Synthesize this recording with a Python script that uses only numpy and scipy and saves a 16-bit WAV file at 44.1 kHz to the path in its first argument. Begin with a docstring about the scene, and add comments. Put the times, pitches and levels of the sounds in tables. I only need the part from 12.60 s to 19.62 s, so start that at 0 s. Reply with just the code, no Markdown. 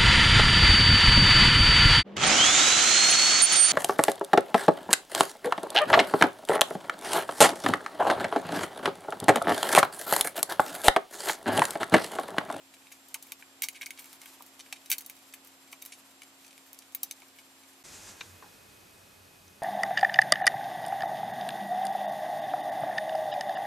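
"""A kitchen, scissors and stiff dried kelp at close range to a camera's stereo microphone.
Fibres crack in clusters: bursts of micro-snaps ring the blades and the sheet, which rustles in the gloves.
A fridge hums and a thin whine stands over the microphone hiss, built from sines and coloured noise.
After a cut to a new shot the room is fuller in the bass; something slides over a cutting board as noise,
and knocks ring the board twice before a last light click."""
import sys
import numpy as np
from scipy import signal
from scipy.fft import rfft, irfft, next_fast_len
from scipy.io import wavfile
from scipy.ndimage import uniform_filter1d, map_coordinates

SR = 44100
rng = np.random.default_rng(int(sys.argv[2]) if len(sys.argv) > 2 else 0)


def waveform_to_disk(signal):
    """Save audio, clipped to [-1, 1], as 16-bit WAV at the path in sys.argv[1]."""
    frames = np.transpose(np.atleast_2d(signal))
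    scaled = np.clip(frames, -1, 1) * 32767
    samples = np.round(scaled).astype(np.int16)
    wavfile.write(sys.argv[1], SR, samples)


def makeup_ratio(level_db):
    """Linear amplitude ratio for a level in decibels (20 dB per factor of ten)."""
    decades = np.asarray(level_db, float) / 20
    return 10 ** decades


N = 309582  # length in samples

# clear cracks: [t/s, blade knock level/dB, snap level/dB, fizz level/dB, length/ms], levels before the tilt
CRACKS = [(0.1386, -46, -51.5, -61, 3.5), (0.1671, -49.5, -62, -65, 1.5), (0.2163, -57, -60.5, -80, 4.7),
          (0.2693, -48, -53, -82, 2.3), (0.316, -47, -55, -62, 9.3), (0.321, -54, -48, -50, 5.6),
          (0.4846, -79, -53, -50, 3.8), (0.5431, -65, -29, -30, 1.15), (0.5448, -30, -35.5, -39, 2.4),
          (0.6251, -63, -42.5, -42, 3.3), (0.6695, -52, -61, -45, 1.9), (0.7208, -32, -31, -29.5, 1.13),
          (0.8247, -34.5, -54, -66, 1.27), (1.021, -33.5, -28.5, -23.5, 2.4),
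          (1.0314, -39.5, -31, -52, 8.5), (1.0364, -26, -42, -20, 2), (1.0398, -46, -28, -46, 2.5),
          (1.0554, -61, -60, -46, 8.6), (1.0857, -29.5, -30.5, -34, 1.76), (1.146, -50.5, -55, -64, 6.5),
          (1.154, -48.5, -49, -70, 12), (1.2117, -33, -51, -41, 4.2), (1.2188, -37, -36.5, -69, 2.6),
          (1.2293, -34.5, -47, -52, 3.1), (1.236, -46, -51, -61, 4), (1.2598, -58, -32, -56, 2.3),
          (1.2652, -29.5, -54, -35, 1.7), (1.306, -36, -39, -44, 2.7), (1.3754, -46, -46, -71, 2.6),
          (1.388, -41.5, -49, -57, 1.7), (1.3914, -50, -47.5, -43, 5.3), (1.419, -58, -63, -49, 9),
          (1.4434, -50, -46, -50, 1.7), (1.4569, -49, -53, -44, 1.8), (1.5293, -55, -45.5, -45, 2.3),
          (1.5538, -64, -63, -56, 8.2), (1.6166, -43.5, -42.5, -45, 1.3), (1.6345, -48, -55, -60, 1.9),
          (1.658, -42.5, -50.5, -43, 2.35), (1.8232, -49, -47, -38, 1.1), (1.8622, -77, -59, -48, 4),
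          (1.993, -51, -47, -62, 3.3), (1.9997, -42, -40.5, -63, 1.54), (2.0067, -47, -39, -74, 1.8),
          (2.0629, -44, -51, -73, 0.93), (2.126, -30, -31, -41, 1.8), (2.1588, -54, -53, -86, 9),
          (2.2594, -55, -46.5, -49, 2.5), (2.2995, -49, -46, -30, 2.6), (2.302, -33.5, -34.5, -18, 2.7),
          (2.3045, -47, -37, -41, 6.2), (2.316, -21.5, -20, -17, 1.4), (2.323, -30.5, -29.5, -28, 5.8),
          (2.3288, -44, -47, -41, 12.5), (2.382, -49, -34.5, -28, 2.6), (2.387, -71, -52, -40, 1.2),
          (2.4112, -80, -45, -43, 1.4), (2.4214, -68, -45, -45, .9), (2.446, -68, -51, -68, 4.2),
          (2.4623, -61, -45, -35, 2.1), (2.4982, -40, -44, -32, 1.16), (2.5924, -61, -58, -72, 1.6),
          (2.7266, -73, -41, -69, .6), (2.7367, -45, -47.5, -45, 6), (2.848, -64, -53, -45, 1.8),
          (2.871, -66, -58, -47, 4.8), (3.114, -73, -57, -57, 13), (3.1256, -79, -48, -45, 3.3),
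          (3.1296, -34, -41.5, -53, 1.04), (3.2188, -70, -44, -54, .9), (3.2226, -44, -42.5, -36, 2.5),
          (3.2517, -53, -44, -39, 1.3), (3.2603, -48, -42, -34, 1.6), (3.3206, -48, -44.5, -67, 7.4),
          (3.331, -70, -52, -70, 12), (3.619, -39, -47, -53, 1.76), (3.6323, -59, -49, -64, 4.2),
          (3.847, -50, -48.5, -78, 2.6), (3.864, -58, -54, -60, 5), (3.8797, -56, -48, -65, 2.3),
          (3.9074, -58, -53, -76, 5.4), (3.9294, -50, -49, -76, 1), (3.9788, -47, -48, -53, 0.99),
          (4.1313, -59, -45, -32, .64), (4.1454, -57, -48, -51, 1.3), (4.1895, -72, -38, -43, 1.1),
          (4.2213, -54.5, -54, -67, 4.2), (4.3221, -67, -59, -56, 2.5), (4.348, -55, -47, -19, 1.1),
          (4.3495, -37.5, -36.5, -23, 1.14), (4.4317, -47, -30.5, -19, 2.2), (4.4342, -62, -50, -45, 4.6),
          (4.511, -38, -30.5, -35, 1.65), (4.5645, -76, -54, -69, 1.6), (4.62, -48.5, -52, -79, 1.9),
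          (4.786, -49.5, -48.5, -92, 4.7)]
# ringing modes of blades and kelp sheet: [f/Hz, width/Hz, level/dB], before scatter and detuning
BLADE_MODES = [(1620, 213, 3.5), (2250, 360, -2.5), (2276, 190, -9), (3010, 184, -5.5), (3763, 110, -2),
               (4490, 114, -3.5), (5660, 190, -4), (6320, 104, 1.5), (7120, 260, -13.5), (7770, 130, -6),
               (9260, 360, -2.5), (10380, 250, -4), (13250, 160, -21.5), (15700, 430, -7)]
# the stiff sheet knocks in the glove: [t/s, level/dB], before the tilt
THUDS = [(0.315, -58), (0.551, -45.5), (0.721, -51), (0.825, -50), (1.021, -60), (1.04, -56), (1.228, -53),
         (1.805, -45), (1.991, -53), (2.125, -41.5), (2.301, -51), (2.316, -48), (2.33, -50.5),
         (2.738, -49), (3.129, -51), (3.619, -52), (4.432, -49), (4.622, -52)]
# ringing modes of the held sheet: [f/Hz, width/Hz, level/dB], before scatter and detuning
SHEET_MODES = [(700, 250, -3), (880, 220, -1.5), (1100, 280, -1.5), (1400, 350, -3)]
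# the sheet bends and rubs in the gloves: [t/s, level/dB], before the gate at the lowest level
RUSTLE_LEVEL = [(0.0, -63), (0.68, -59.5), (1.09, -66), (1.3, -62), (1.42, -55.5), (1.55, -54.5),
                (1.7, -58), (1.96, -62), (2.29, -59.5), (3.2, -62.5), (4.42, -61), (5.2, -61.5)]
# rubbing as the camera delivers it, its steep treble cut near 14.4 kHz included:
# [f/Hz, relative level/dB per Hz]
RUB_DELIVERED = [(600, -15.5), (900, 3), (1600, -3), (5000, -3.5), (14300, -3), (14700, -71)]
# hiss of the slide over the board: [t/s, level/dB], before flutter
SLIDE_LEVEL = [(5.239, -59), (5.25, -52), (5.33, -51.5), (5.47, -50.5), (5.58, -56), (5.66, -54),
               (5.73, -66), (5.95, -69)]
# sliding hiss as the camera delivers it, the same treble cut included: [f/Hz, relative level/dB per Hz]
HISS_DELIVERED = [(2500, -5), (4000, -3.5), (7200, 2), (9500, -6.5), (14200, -20), (14500, -70)]
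# colour of the low drag under the hiss: [f/Hz, relative level/dB per Hz]
DRAG_COLOUR = [(80, -39), (200, -2), (1700, 2), (3000, -14), (5000, -42), (9000, -70)]
# knocks on the board: [t/s, thud level/dB, knock level/dB, click level/dB, length/ms], before the tilt
KNOCKS = [(5.608, -49, -38, -35.5, 4), (5.6102, -43, -38, -47, 3.1), (5.823, -47, -62, -80, 6.5),
          (5.839, -50.5, -76, -91, 5.9), (5.859, -56, -76, -80, 14), (6.879, -90, -68, -46.5, 2)]
# ringing modes of the board: [f/Hz, width/Hz, level/dB], before scatter and detuning
BOARD_MODES = [(316, 52, 3.5), (443, 36, -2), (805, 130, -4), (1030, 130, -3), (1570, 105, 0.5),
               (1800, 120, -3.5), (2500, 360, 0), (3750, 270, 4), (4930, 380, -23), (6050, 320, 6),
               (7100, 570, 3.5)]
# decay of the kitchen's echo: [f/Hz, t60/s]
KITCHEN_DECAY = [(500, 0.073), (2300, 0.06), (7000, 0.07), (15000, 0.049)]
# room noise as the camera delivers it, the same treble cut included, one list for each shot:
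# [f/Hz, relative level/dB per Hz]
AIR_DELIVERED = ([(25, -52), (140, -20), (233, -14), (389, -16.5), (703, -12.5), (1270, -15), (3340, -16),
                 (7700, -21.5), (14250, -26), (14500, -76)], [(15, -41), (25, -24), (91, -11), (227, -11.5),
                 (421, -12), (2360, -18.5), (4620, -21), (12500, -25), (14250, -23.5), (14500, -80)])
# room noise level of each shot: [rms level/dB], before the room gain and channel balance
AIR_LEVEL = -59.5, -58.5
# stereo width of the room noise, one list for each shot: [f/Hz, left-right likeness]
AIR_LIKENESS = [(60, 0.82), (180, 1), (550, 0.72), (1650, 0.028), (4970, 0.04), (15000, 0.38)], [(60, 0.99),
                (180, 0.81), (550, 0.021), (1650, 0.07), (4970, 0.79), (15000, 1)]
# steady tones, one list for each shot: [f/Hz]
TONE_PITCHES = [90, 269.7, 332, 360, 720, 2519, 7556], [90.3, 271, 840, 1680, 2519, 4603]
# the same tones, one list for each shot: [rms level/dB, waver/dB], before the room gain and channel balance
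TONE_LEVELS = ([(-84.5, 0.4), (-68, 0.17), (-79.5, 2.3), (-78.5, 2.3), (-80.5, 0.39), (-81.5, 1.2),
               (-71, 1.3)], [(-71, 6.2), (-78.5, 0.7), (-79.5, 1.6), (-84, 2.1), (-72.5, 0.32), (-83, 3)])
# gain of the whole room tone, a gentle drift, then a quick lift at the cut: [t/s, gain/dB]
ROOM_GAIN = [(0, 0), (1.5, 1.45), (4, 0.5), (5.2, 0.3), (5.3, 4), (7.02, 1.3)]

CUT_S, GAP_S = 5.231, 0.0045  # end of the first shot, silence before the second fades in
SPAN = 4096  # samples rendered for one contact
MAIN_SNAP_MS = 1.6  # contact length at which the main snap matches all the others together
FIZZ_IN_TREBLE = 0.21  # how far the treble leans from the snap toward the fizz
SPLINTER_COUNT, SPLINTER_DB = 28, -67  # mean level of each band, before the tilt
SPLINTER_SCATTER_DB, SPLINTER_MS = 5, 4  # scatter of each band, median length
DRAG_DB, DRAG_SWING = -59.5, 0.58  # drag at the loudest hiss; share of the hiss's dB swing it follows


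def scissors():
    """Every crack has its own balance of blade knock, snap and fizz; some thuds shake the whole sheet."""
    out = np.zeros(N + SPAN)
    for s, knock_db, snap_db, fizz_db, ms in [*CRACKS, *splinters()]:
        treble_db = snap_db + FIZZ_IN_TREBLE * (fizz_db - snap_db)
        tilt = [(150, knock_db - 37), (500, knock_db - 10), (1300, knock_db - 5), (2300, knock_db + 15),
                (4600, snap_db + 13), (10000, treble_db + 13.5),
                (14500, fizz_db + 19.5), (16400, fizz_db - 11), (17500, fizz_db - 50)]
        crack = strike(ms, BLADE_MODES, tilt, spiky=5, direct_db=-10, scatter_db=3)
        out[round(s * SR) - 12:][:SPAN] += crack
    for s, db in THUDS:
        tilt = [(300, db - 25), (650, db + 10), (1200, db + 12.5), (2500, db - 41)]
        thud = strike(4.1, SHEET_MODES, tilt, spiky=2.3, direct_db=-18, scatter_db=5)
        out[round(s * SR):][:SPAN] += thud
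    return out[:N]


def splinters():
    """Faint cracks, as rows like CRACKS, fall by chance, more often where the sheet rubs harder."""
    level_db, = curves(RUSTLE_LEVEL)
    share = np.cumsum(makeup_ratio(1.9 * level_db[:round(CUT_S * SR) - SPAN]))
    draw = rng.random((SPLINTER_COUNT, 1))
    s = 0.01 + np.searchsorted(share, draw * share[-1]) / SR
    scatter = rng.standard_normal((SPLINTER_COUNT, 4))
    bands_db = SPLINTER_DB + SPLINTER_SCATTER_DB * scatter[:, :3]
    length_ms = SPLINTER_MS * np.exp(0.5 * scatter[:, 3:])
    return np.hstack([s, bands_db, length_ms])


def strike(length_ms, modes, tilt, spiky, direct_db, scatter_db):
    """One contact: uneven micro-snaps that swell fast and die away, ringing the modes at new strengths."""
    t, hz = np.arange(SPAN) / SR, np.fft.rfftfreq(SPAN, 1 / SR)
    u = t / (length_ms / 1000)
    shape = (1 - np.exp(-u / 0.14)) * np.exp(-u / 1.07)
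    sizes = np.minimum(rng.exponential(size=SPAN), 3)
    snaps = shape * rng.standard_normal(SPAN) * makeup_ratio(spiky * sizes)
    # one sharp snap at the top of the swell, weaker in long tearing contacts
    snaps[np.argmax(shape)] = MAIN_SNAP_MS / length_ms * np.linalg.norm(snaps)
    drive = rfft(snaps)
    # however the snaps fall, they drive every broad band with the same energy
    drive *= np.linalg.norm(shape) / np.sqrt(uniform_filter1d(np.abs(drive) ** 2, size=70))
    centre, width, db = np.transpose(modes)[:, :, None]
    strength, detune = rng.standard_normal((2, len(modes), 1))
    # grip and opening shift the modes a little
    centre = centre * (1 + 0.025 * detune)
    resonance = 1j * hz * width / (centre ** 2 - hz ** 2 + 1j * hz * width)
    rings = makeup_ratio(db + scatter_db * strength) * resonance
    body = makeup_ratio(direct_db) + rings.sum(axis=0)
    # the tilt is made causal through its cepstrum
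    cepstrum = irfft(np.log(makeup_ratio(along(tilt, hz))))
    cepstrum[1:SPAN // 2] *= 2
    cepstrum[SPAN // 2 + 1:] = 0
    return irfft(drive * body * np.exp(rfft(cepstrum)))


def rustle():
    """Fine grit from the bent sheet, noise in small clumps, until the cut."""
    level_db, = curves(RUSTLE_LEVEL)
    over_db = np.clip(level_db - np.min(level_db), 0, None)
    gate = np.sqrt(1 - makeup_ratio(-2 * over_db))  # silent at the lowest level
    grit = makeup_ratio(3 * wobble(35)) * rush(RUB_DELIVERED, [(1000, 0.85)])
    first_shot = np.arange(N) < CUT_S * SR
    return first_shot * makeup_ratio(level_db) * gate * unit(grit)


def board_slide():
    """Friction on the board: fluttering hiss, with a low drag that follows part of its swing."""
    before, after = (SLIDE_LEVEL[0][0] - 0.004, -140), (SLIDE_LEVEL[-1][0] + 0.1, -140)
    hiss_db, = curves([before, *SLIDE_LEVEL, after])
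    drag_db = DRAG_DB + DRAG_SWING * (hiss_db - hiss_db.max())
    hiss = makeup_ratio(hiss_db + 1.8 * wobble(30)) * rush(HISS_DELIVERED, [(5000, 0.91)])
    drag = makeup_ratio(drag_db + 1.2 * wobble(25)) * rush(DRAG_COLOUR, [(1000, 0.66)])
    return hiss + drag


def board_knocks():
    """Short contacts ring the board's modes, each with its own balance of thud, knock and click."""
    out = np.zeros(N + SPAN)
    for s, thud_db, knock_db, click_db, ms in KNOCKS:
        tilt = [(150, thud_db), (350, thud_db + 14), (1200, thud_db + 22.5), (2600, knock_db + 17.5),
                (5500, click_db + 12), (8500, click_db - 15), (14000, click_db - 52)]
        knock = strike(ms, BOARD_MODES, tilt, spiky=2.5, direct_db=-14, scatter_db=1.5)
        out[round(s * SR):][:SPAN] += knock
    return out[:N]


def kitchen(x):
    """Counter and walls answer with decaying noise; the tail is drawn anew for each half second."""
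    out, step = np.zeros((2, N + 2 * SR)), SR // 2
    for start in range(0, N, step):
        hz, t, z = signal.stft(rng.standard_normal((3, SR // 4)), SR, nperseg=128)
        decay = makeup_ratio(-60 * t / along(KITCHEN_DECAY, hz)[:, None])
        left, right, both = signal.istft(z * decay, SR, nperseg=128)[1]
        tail = rfft([both + 0.61 * left, both + 0.97 * right])
        # the echo keeps the broad colour of the contact
        tail = irfft(tail / np.sqrt(uniform_filter1d(np.abs(tail) ** 2, size=120)))
        wet = signal.fftconvolve(x[None, start:start + step], tail, axes=1)
        out[:, start + 40:start + 40 + wet.shape[1]] += wet  # 40 samples of pre-delay
    return out[:, :N]


def room_tone():
    """Hiss and rumble with slightly wavering tones; a short silence parts the two shots."""
    t = np.arange(N) / SR
    shots = []
    for spectrum, air_db, alike, pitches, levels in zip(
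            AIR_DELIVERED, AIR_LEVEL, AIR_LIKENESS, TONE_PITCHES, TONE_LEVELS):
        hum = np.zeros(N)
        for hz, (db, waver) in zip(pitches, levels):
            level = makeup_ratio(db + waver * wobble(11)) * np.sqrt(2)  # rms to peak
            phase = 2 * np.pi * (hz * t + rng.random()) + 0.053 * waver * wobble(15)
            hum += level * np.sin(phase)
        air = makeup_ratio(air_db) * rush(spectrum, alike)
        shots.append(makeup_ratio([[-0.3], [0.3]]) * (air + hum))  # left, right gain in dB
    first = np.clip((CUT_S - t) / 0.0014, 0, 1)
    second = np.clip((t - CUT_S - GAP_S) / 0.0047, 0, 1)
    return makeup_ratio(curves(ROOM_GAIN)[0]) * (first * shots[0] + second * shots[1])


def rush(spectrum, alike):
    """Stereo noise of rms 1 with a given spectrum and left-right likeness, mixed from mid and side."""
    m = next_fast_len(N)
    hz = np.fft.rfftfreq(m, 1 / SR)
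    turn = np.arccos(np.clip(along(alike, hz), -1, 1)) / 2
    noise = rfft(rng.standard_normal((2, m))) * makeup_ratio(along(spectrum, hz))
    mid, side = irfft(noise * [np.cos(turn), np.sin(turn)], m)[:, :N]
    return unit(np.array([mid + side, mid - side]))


def wobble(rate):
    """A smooth random curve, rate knots a second (39 at most)."""
    knots = rng.standard_normal(int(N * 40 / SR) + 4)
    return map_coordinates(knots, [np.arange(N) * min(rate, 39) / SR])


def curves(rows):
    """One value per sample for each column after the time."""
    s, *cols = np.transpose(rows)
    return [np.interp(np.arange(N) / SR, s, c) for c in cols]


def along(points, hz):
    """(Hz, value) points read on a log frequency axis."""
    f, v = np.transpose(points)
    return np.interp(np.log(hz + 1), np.log(f + 1), v)


def unit(x):
    """Scaled to rms 1."""
    return x / np.sqrt(np.mean(x ** 2) + 1e-20)


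def scene():
    """Near contacts reach the left port a fraction of a sample early; then echo, friction and room tone."""
    cuts = scissors()
    knocks = board_knocks()
    hits = cuts + knocks
    late = 0.1  # samples by which the right port lags
    near = np.array([hits, (1 - late) * hits + late * np.roll(hits, 1)])
    near = near * makeup_ratio([[0.2], [-0.2]])  # left, right gain in dB
    echo = makeup_ratio(-5) * kitchen(cuts + makeup_ratio(-2.5) * knocks)
    return near + echo + rustle() + board_slide() + room_tone()


def top_cut(x):
    """Nothing passes above the cut-off."""
    return signal.sosfilt(signal.butter(12, 17010, fs=SR, output="sos"), x)


def record(dry):
    """The finished stereo mix as the camera stores it."""
    return top_cut(dry)


dry = scene()
out = record(dry)
waveform_to_disk(out)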